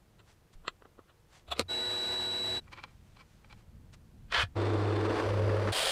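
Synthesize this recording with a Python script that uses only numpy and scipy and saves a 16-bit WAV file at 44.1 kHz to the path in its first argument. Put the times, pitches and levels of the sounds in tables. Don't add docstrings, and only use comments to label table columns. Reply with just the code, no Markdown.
import sys
import numpy as np
from scipy.fft import rfft, irfft, next_fast_len
from scipy.io import wavfile
from scipy.ndimage import map_coordinates

SR = 44100
rng = np.random.default_rng(int(sys.argv[2]) if len(sys.argv) > 2 else 0)


def put_to_file(sound):
    columns = np.atleast_2d(sound).T
    safe = np.clip(columns, -1, 1)
    whole_steps = np.round(safe * 32767)
    wavfile.write(sys.argv[1], SR, whole_steps.astype(np.int16))


N = 260631
TIME = np.arange(N) / SR


def amp(db):
    return 10 ** (np.asarray(db) / 20)


def unit(x):
    return x / np.sqrt(np.mean(x ** 2) + 1e-20)


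def curves(rows):
    s, *columns = np.transpose(rows)
    return [np.interp(TIME, s, column) for column in columns]


def wobble(rate):
    knots = rng.standard_normal(int(N * rate / SR) + 4)
    return map_coordinates(knots, [TIME * rate])


def gate(start, end, fade):
    return np.clip((TIME - start) / fade, 0, 1) * np.clip((end - TIME) / fade, 0, 1)


def filtered(x, response):
    size = next_fast_len(x.shape[-1] + 8192)
    spectrum = rfft(x, size) * response(np.fft.rfftfreq(size, 1 / SR))
    return irfft(spectrum, size)[..., :x.shape[-1]]


def coloured(x, spectrum):
    f, db = np.transpose(spectrum)
    return unit(filtered(x, lambda hz: amp(np.interp(np.log(hz + 1), np.log(f + 1), db))))


def ringing(x, modes):
    def response(f):
        total = 0
        for k, (centre, width, db) in enumerate(modes):
            resonance = 1j * f * width / (centre * centre - f * f + 1j * f * width)
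            total = total + (-1) ** k * amp(db) * resonance
        return total / np.sqrt(np.mean(abs(total) ** 2))
    return filtered(x, response)


def softened(force, hz):
    return filtered(force, lambda f: 1 / (1 + 1j * np.sqrt(2) * f / hz - (f / hz) ** 2))


def grains(rate, size=N):
    return unit(rng.standard_normal(size) * (rng.random(size) < rate / SR))


def tones(lines, drift, flicker_db):
    clock = np.cumsum(1 + drift * wobble(7)) / SR
    total = 0
    for hz, db in lines:
        level = np.sqrt(2) * amp(db + flicker_db * wobble(18))
        total = total + level * np.sin(2 * np.pi * (hz * clock + rng.random()))
    return total


# [dB per Hz, relative]
RUMBLE = [(12, -37), (20, -5.5), (97, -4), (217, -13), (377, -32.5), (409, -44), (443, -41), (500, -41),
          (650, -81), (1100, -120)]
HISS = [(180, -40), (300, -2), (366, -2), (404, -9), (439, -2), (535, -7), (2360, -17.5), (15500, -28.5)]
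# time_s [s], level_db [dB]
RUMBLE_LEVEL = [(0, -64.5), (1.1, -65), (2.6, -56.5), (3.35, -59.5), (3.9, -56)]
RUMBLE_SWAY_DB, HISS_DB = 2, -69.5


def room():
    rumble_db, = curves(RUMBLE_LEVEL)
    rumble = amp(rumble_db + RUMBLE_SWAY_DB * wobble(11)) * coloured(rng.standard_normal(N), RUMBLE)
    return rumble + amp(HISS_DB) * coloured(rng.standard_normal(N), HISS)


# middle_s [s], level_db [dB], half_length_s [s]
BRUSHES = [(0.301, -64.5, 0.027), (0.539, -64, 0.0088), (1.36, -59.5, 0.032), (3.941, -56.5, 0.0078)]
# start_s [s], level_db [dB before the envelope],
# pitch_hz [Hz], decay_s [s]
THUMPS = [(0.551, -44.5, 25, 0.066), (1.488, -43, 70.5, 0.064), (1.596, -37.5, 88.6, 0.043),
          (4.381, -33.5, 70.4, 0.042), (4.435, -24.5, 94, 0.014)]
PUSH_RISE_S = 0.002
FUMBLE_START_S, FUMBLE_END_S = 2.2, 3.65
FUMBLE_DB, FUMBLE_SWAY_DB = -74.5, 2


def hands():
    strokes = sum(amp(db) * np.exp(-.5 * ((TIME - s) / half) ** 2) for s, db, half in BRUSHES)
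    fumble = amp(FUMBLE_DB + FUMBLE_SWAY_DB * wobble(20))
    strokes += gate(FUMBLE_START_S, FUMBLE_END_S, 0.022) * fumble
    skin = [(150, -23), (700, 3.0), (1700, 0.5), (4000, -3.5), (8000, -8), (12000, -21.5), (15000, -36)]
    sound = strokes * coloured(grains(6000), skin)
    for s, db, hz, decay in THUMPS:
        t = np.maximum(TIME - s, 0)
        envelope = np.exp(-t / decay) * (1 - np.exp(-t / PUSH_RISE_S))
        sound += amp(db) * np.sin(2 * np.pi * hz * t) * envelope
    return sound


# [dB per Hz, relative]
GRIT = [(35, -50), (60, -8), (98, -25), (272, -11.5), (368, -6.5), (559, -25), (627, -6), (1100, -17.5),
        (1450, -18.5), (3500, -15.5), (4030, -10), (4320, -16.5), (7030, -28), (7900, -23.5),
        (15500, -45.5)]
# [dB, relative]
GLASS = [(479, 30, 7), (653, 40, -1), (873, 83, 2), (1244, 42, -0.5), (1440, 54, -1.5), (1740, 160, -1.5),
         (1980, 35, -12), (2170, 41, -2), (2810, 48, -1)]
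# pitch_hz [Hz], level_db [dB before flicker]
GEARS = [(102, -58.5), (199, -65.5), (238, -60.5), (635, -54.5), (850, -63.5), (972, -61.5), (1470, -59.5),
         (1687, -64), (1938, -61.5)]
# shaft_order [multiples of shaft speed], level_db [dB, relative], flutter_rad [radians]
WHINE = [(3, -15, 0), (4, -21, 0), (32, 0, .07), (64, -23, .7), (96, -34, .6)]
TUMBLE_START_S, TUMBLE_END_S = 1.681, 2.603
GRIT_DB, WHINE_DB = -45.3, -34.5


def tumbler(shaft_hz=122.56):
    impacts = coloured(grains(9000), GRIT) + amp(-2.5) * ringing(grains(3000), GLASS)
    grit = amp(GRIT_DB + 0.87 * wobble(24.94)) * impacts
    turn = 2 * np.pi * np.cumsum(shaft_hz * (1 + .0003 * wobble(25))) / SR
    whine = sum(amp(db) * np.sin(round(k) * turn + depth * np.sin(turn)) for k, db, depth in WHINE)
    motor = amp(WHINE_DB + 0.31 * wobble(120)) * unit(whine)
    motor += tones(GEARS, drift=0.00685, flicker_db=4.5)
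    return gate(TUMBLE_START_S, TUMBLE_END_S, 0.025) * (grit + motor)


# [dB per Hz, relative]
BELT = [(60, -14), (200, -17), (330, -10), (500, 2), (900, -2.5), (1700, -2), (2150, -6), (3200, 1),
        (4900, -5), (6000, -15), (6900, -11.5), (9000, -8.5), (11500, -20), (15500, -27)]
# pitch_hz [Hz], level_db [dB before flicker and mixing]
SANDER = [(105, -76), (545, -40.5), (657, -40.5), (761, -40.5), (2908, -59), (3203, -42)]
GRIND_START_S, PRESS_S, TOUCH_DB, PRESSED_DB = 5.719, .06, -34.5, -31


def belt_sander():
    pressed = [GRIND_START_S, GRIND_START_S + PRESS_S]
    pressure_db = np.interp(TIME, pressed, [TOUCH_DB, PRESSED_DB])
    scratch = amp(pressure_db + 0.74 * wobble(180)) * coloured(grains(9000), BELT)
    machine = amp(-5.5) * tones(SANDER, drift=0.0026, flicker_db=3.0)
    return gate(GRIND_START_S, 6.5, 0.0079) * (scratch + machine)


# time_s [s], level_db [dB before HUM_GAIN_DB]
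HUM = [(4.58, -30.5), (4.604, -32), (4.882, -30.5), (5.096, -34.5), (5.182, -46), (5.274, -33), (5.45, -28),
       (5.7, -33)]
# [dB per Hz, relative]
RATTLE_EARLY = [(30, -22.5), (70, -13), (130, -29), (200, -10.5), (255, -15), (325, 1.5), (385, -7),
                (435, -2.5), (520, -7.5), (750, -14.5), (1300, -28), (2500, -120)]
RATTLE_LATE = [(30, -12), (70, -4), (140, -23), (200, -5), (240, -19.5), (350, -6.5), (440, -2), (530, 1),
               (620, -4.5), (750, -21), (1300, -49), (2500, -120)]
CUT = [(400, -27), (700, -3.5), (850, -3), (1050, -0.5), (1400, -5), (2000, -11), (3800, -20),
       (4700, -21.5), (6700, -33), (8700, -32), (11000, -50), (12500, -48), (15000, -68)]
# [dB, relative]
FRAME = [(333.7, 32, -1.5), (429.3, 19, 2.5), (524, 19, -7)]
VISE = [(1163, 37, 5), (3540, 78, 5), (4290, 130, -1), (7200, 140, -8), (11800, 150, -14.5)]
CUTTER = [(4780, 100, -0.5), (6000, 99, -6), (10330, 80, -7.5), (11040, 90, -8), (13250, 160, -13)]
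DRILL_START_S, DRILL_END_S, SEATED_S = 4.551, 5.732, 5.22
HUM_GAIN_DB = -0.5
CUT_DB, CUT_PER_LOAD = -42.5, 0.4
RATTLE_DB, EASE_S, EASE_DB_PER_S = -32.5, 5.614, 41
SPINDLE_HZ, DIP_S, RUNOUT_DB = 11.3, 4.9, 0.1


def drill_press(hum_hz=101, beat_hz=22):
    hum_db, = curves(HUM)
    load_db = hum_db.max() - hum_db

    deeper = np.clip((TIME - SEATED_S) / 0.0485, 0, 1)
    phase = 2 * np.pi * hum_hz * TIME + 0.12 * wobble(20)
    hum = amp(hum_db + HUM_GAIN_DB) * unit(np.sin(phase) + amp(-22) * deeper * np.sin(2 * phase))

    rattle = np.sqrt(1 - deeper) * coloured(grains(2500), RATTLE_EARLY)
    rattle += np.sqrt(deeper) * coloured(grains(2500), RATTLE_LATE)
    frame = softened(ringing(grains(2500), FRAME), 820)
    rattle = unit(rattle + amp(-2.0) * (1 - 0.32 * deeper) * frame)
    runout_db = -RUNOUT_DB * np.cos(2 * np.pi * SPINDLE_HZ * (TIME - DIP_S))
    easing_db = EASE_DB_PER_S * np.maximum(TIME - EASE_S, 0)
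    rattle *= amp(RATTLE_DB + runout_db - easing_db)

    beat = np.sin(2 * np.pi * np.cumsum(beat_hz + 2.53 * wobble(3.5)) / SR)
    edges_db = 0.73 * beat + 1.02 * wobble(90)
    sinking = np.clip((TIME - 4.9) / 0.41, 0, 1)
    ring = amp(-10.5) * (1 - 0.72 * sinking) * softened(ringing(grains(3600), VISE), 3900)
    ring += amp(-20.5) * sinking * softened(ringing(grains(4000), CUTTER), 9000)
    cut = amp(CUT_DB + CUT_PER_LOAD * load_db + edges_db) * (coloured(grains(7000), CUT) + ring)
    return gate(DRILL_START_S, DRILL_END_S, 0.019) * (hum + rattle + cut)


# middle_s [s], squeal_db [dB before softening], jolt_db [dB], half_length_s [s]
SNAGS = [(5.108, -41.5, -29.5, 0.01), (5.499, -37.5, -34, 0.0057), (5.683, -32, -33, 0.0075)]


def snags():
    squeal = softened(ringing(grains(3400), [(1230, 290, 3.5), (1800, 950, -2.5)]), 5200)
    jolt = coloured(grains(2500), RATTLE_EARLY)
    total = 0
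    for s, squeal_db, jolt_db, half in SNAGS:
        swell = np.exp(-.5 * ((TIME - s) / half) ** 2)
        total = total + swell * (amp(squeal_db) * squeal + amp(jolt_db) * jolt)
    return total


SWEEP_START_S, SWEEP_END_S = 4.342, 4.428
SWEEP_DB, SWEEP_ARCH_DB, SWEEP_JERK_DB = -27.5, 2, 1
COVERED_HZ, UNCOVERED_HZ = 5500, 12000
SWEEP_ATTACK_DB_PER_S, SWEEP_RELEASE_DB_PER_S = 750, 900


def sweep_force():
    progress = ((TIME - SWEEP_START_S) / (SWEEP_END_S - SWEEP_START_S)).clip(0, 1)
    speed_db = -SWEEP_ARCH_DB * (2 * progress - 1) ** 2
    fade_db = SWEEP_ATTACK_DB_PER_S * np.maximum(SWEEP_START_S - TIME, 0)
    fade_db += SWEEP_RELEASE_DB_PER_S * np.maximum(TIME - SWEEP_END_S, 0)
    slips = amp(SWEEP_DB + speed_db - fade_db + SWEEP_JERK_DB * wobble(150)) * grains(5000)
    covered = softened((1 - progress ** 2) * slips, COVERED_HZ)
    return covered + softened(progress ** 2 * slips, UNCOVERED_HZ)


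# start_s [s], blow_db [dB, relative to the blow_db setting],
# scrape_db [dB of force], brightness_hz [Hz]
KNOCKS = [(.193, -49, -68, 14000), (.6502, -43, -49.5, 1300), (0.6802, -16.5, -38.5, 10900),
          (.822, -35, -56, 1090), (.855, -35, -46, 850), (.991, -34, -43, 750), (1.5947, -10, -35, 10100),
          (1.612, -29, -48, 12000), (2.679, -43, -56.5, 2000), (2.73, -41, -43.5, 8000),
          (2.838, -26.5, -48, 5350), (3.169, -50, -57, 6000), (3.4455, -43, -67, 3500),
          (3.527, -39.5, -56, 7100), (4.3238, -19, -35.5, 7000), (4.3458, -16, -28.5, 8000),
          (4.392, -23, -31, 6000)]
# middle_s [s], level_db [dB of force], half_length_s [s], brightness_hz [Hz]
SLIDES = [(0.201, -61.5, 0.0086, 14000), (1.099, -60.5, .011, 2980), (1.487, -49.5, 0.0079, 5000),
          (1.523, -29, 0.0076, 5500), (1.572, -43.5, 0.016, 3600), (1.604, -31.5, 0.0097, 4500),
          (2.787, -47.5, 0.017, 3400), (2.887, -65, 0.022, 4500), (3.206, -54.5, 0.012, 9000),
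          (3.509, -55, 0.0082, 6000), (3.592, -68.5, 0.019, 4000)]
SCRAPE_RISE_S, SCRAPE_FALL_S = 0.0071, 0.0085


def contact_force(blow_db, chatter_db, chatter_t60, slide_rate):
    force = np.zeros(N + SR)
    t = np.arange(SR // 4) / SR
    around = t - t[-1] / 2
    scrape = np.exp(-np.maximum(-around / SCRAPE_RISE_S, around / SCRAPE_FALL_S))
    slips = []
    for s, db, half, hz in SLIDES:
        slips.append((s, amp(db) * np.exp(-.65 * (abs(around) / half) ** 1.56), hz))
    for s, db, scrape_db, hz in KNOCKS:
        blow = amp(chatter_db - 60 * t / chatter_t60) * rng.standard_normal(len(t))
        blow[0] = 1
        force[round(s * SR):][:len(t)] += amp(db + blow_db) * softened(blow, hz)
        slips.append((s, amp(scrape_db) * scrape, hz))
    for s, envelope, hz in slips:
        first = round((s + around[0]) * SR)
        force[first:][:len(t)] += softened(envelope * grains(slide_rate, size=len(t)), hz)
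    return force[:N]


# [dB, relative]
GRIP = [(456, 410, -1.5), (1075, 123, 4.5), (1335, 204, 4.5), (1980, 190, -2.5), (2560, 390, -3.5),
        (3300, 850, -1), (4200, 320, -1), (7530, 160, -8.5), (12500, 2500, -40)]
LID = [(459.4, 330, -4.5), (733, 76, 8), (1010, 190, -2), (1310, 230, -0.5), (2550, 440, -5),
       (3090, 120, -7), (3400, 85, 5), (3970, 470, -3.5), (7600, 730, -12.5), (10700, 700, -12),
       (13600, 900, -13)]
JAR = [(348, 280, 5.5), (535, 150, 9.5), (743, 98, 4), (981, 66, 0.5), (1300, 220, 1), (1800, 55, -6.5),
       (2300, 580, -2), (3360, 450, -3), (3920, 690, 2), (4900, 1600, -14), (7000, 480, -19),
       (9100, 1800, -9), (12300, 3100, -14)]
BENCH = [(336, 40, -3.5), (521, 37, -2.5), (842, 63, -1), (1020, 74, 0.5), (1340, 330, -2.5),
         (1940, 85, -3.5), (2330, 130, 1.5), (3130, 79, -4.5), (3360, 86, -7), (4080, 160, -5.5),
         (4600, 460, -11), (9400, 4000, -40)]
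TABLE = [(527, 113, -6), (695, 31, 0.5), (1024, 300, -3.5), (1360, 76, 4.5), (1555, 180, 1), (1720, 51, 7),
         (1886, 75, 2), (2210, 110, -3), (2460, 92, 2), (3066, 150, -0.5), (3360, 160, 0),
         (4430, 1460, -10.5), (8600, 3600, -23)]


def handling():
    force = contact_force(blow_db=10.5, chatter_db=-26, chatter_t60=0.039, slide_rate=5000)
    force += sweep_force()
    # start_s, end_s, resonances
    turns = [(0, 1.4, GRIP), (1.4, 1.56, LID), (1.56, 2, JAR), (2, 4.2, BENCH), (4.2, 5, TABLE)]
    return sum(ringing(force * (TIME >= start) * (TIME < end), modes) for start, end, modes in turns)


def scene():
    mono = room() + hands() + tumbler() + belt_sander() + drill_press() + snags() + handling()
    return np.array([mono, mono])


TOP_HZ = 15500


def record(dry):
    return filtered(dry, lambda hz: 1 / np.sqrt(1 + (hz / TOP_HZ) ** 200))


dry = scene()
out = record(dry)
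put_to_file(out)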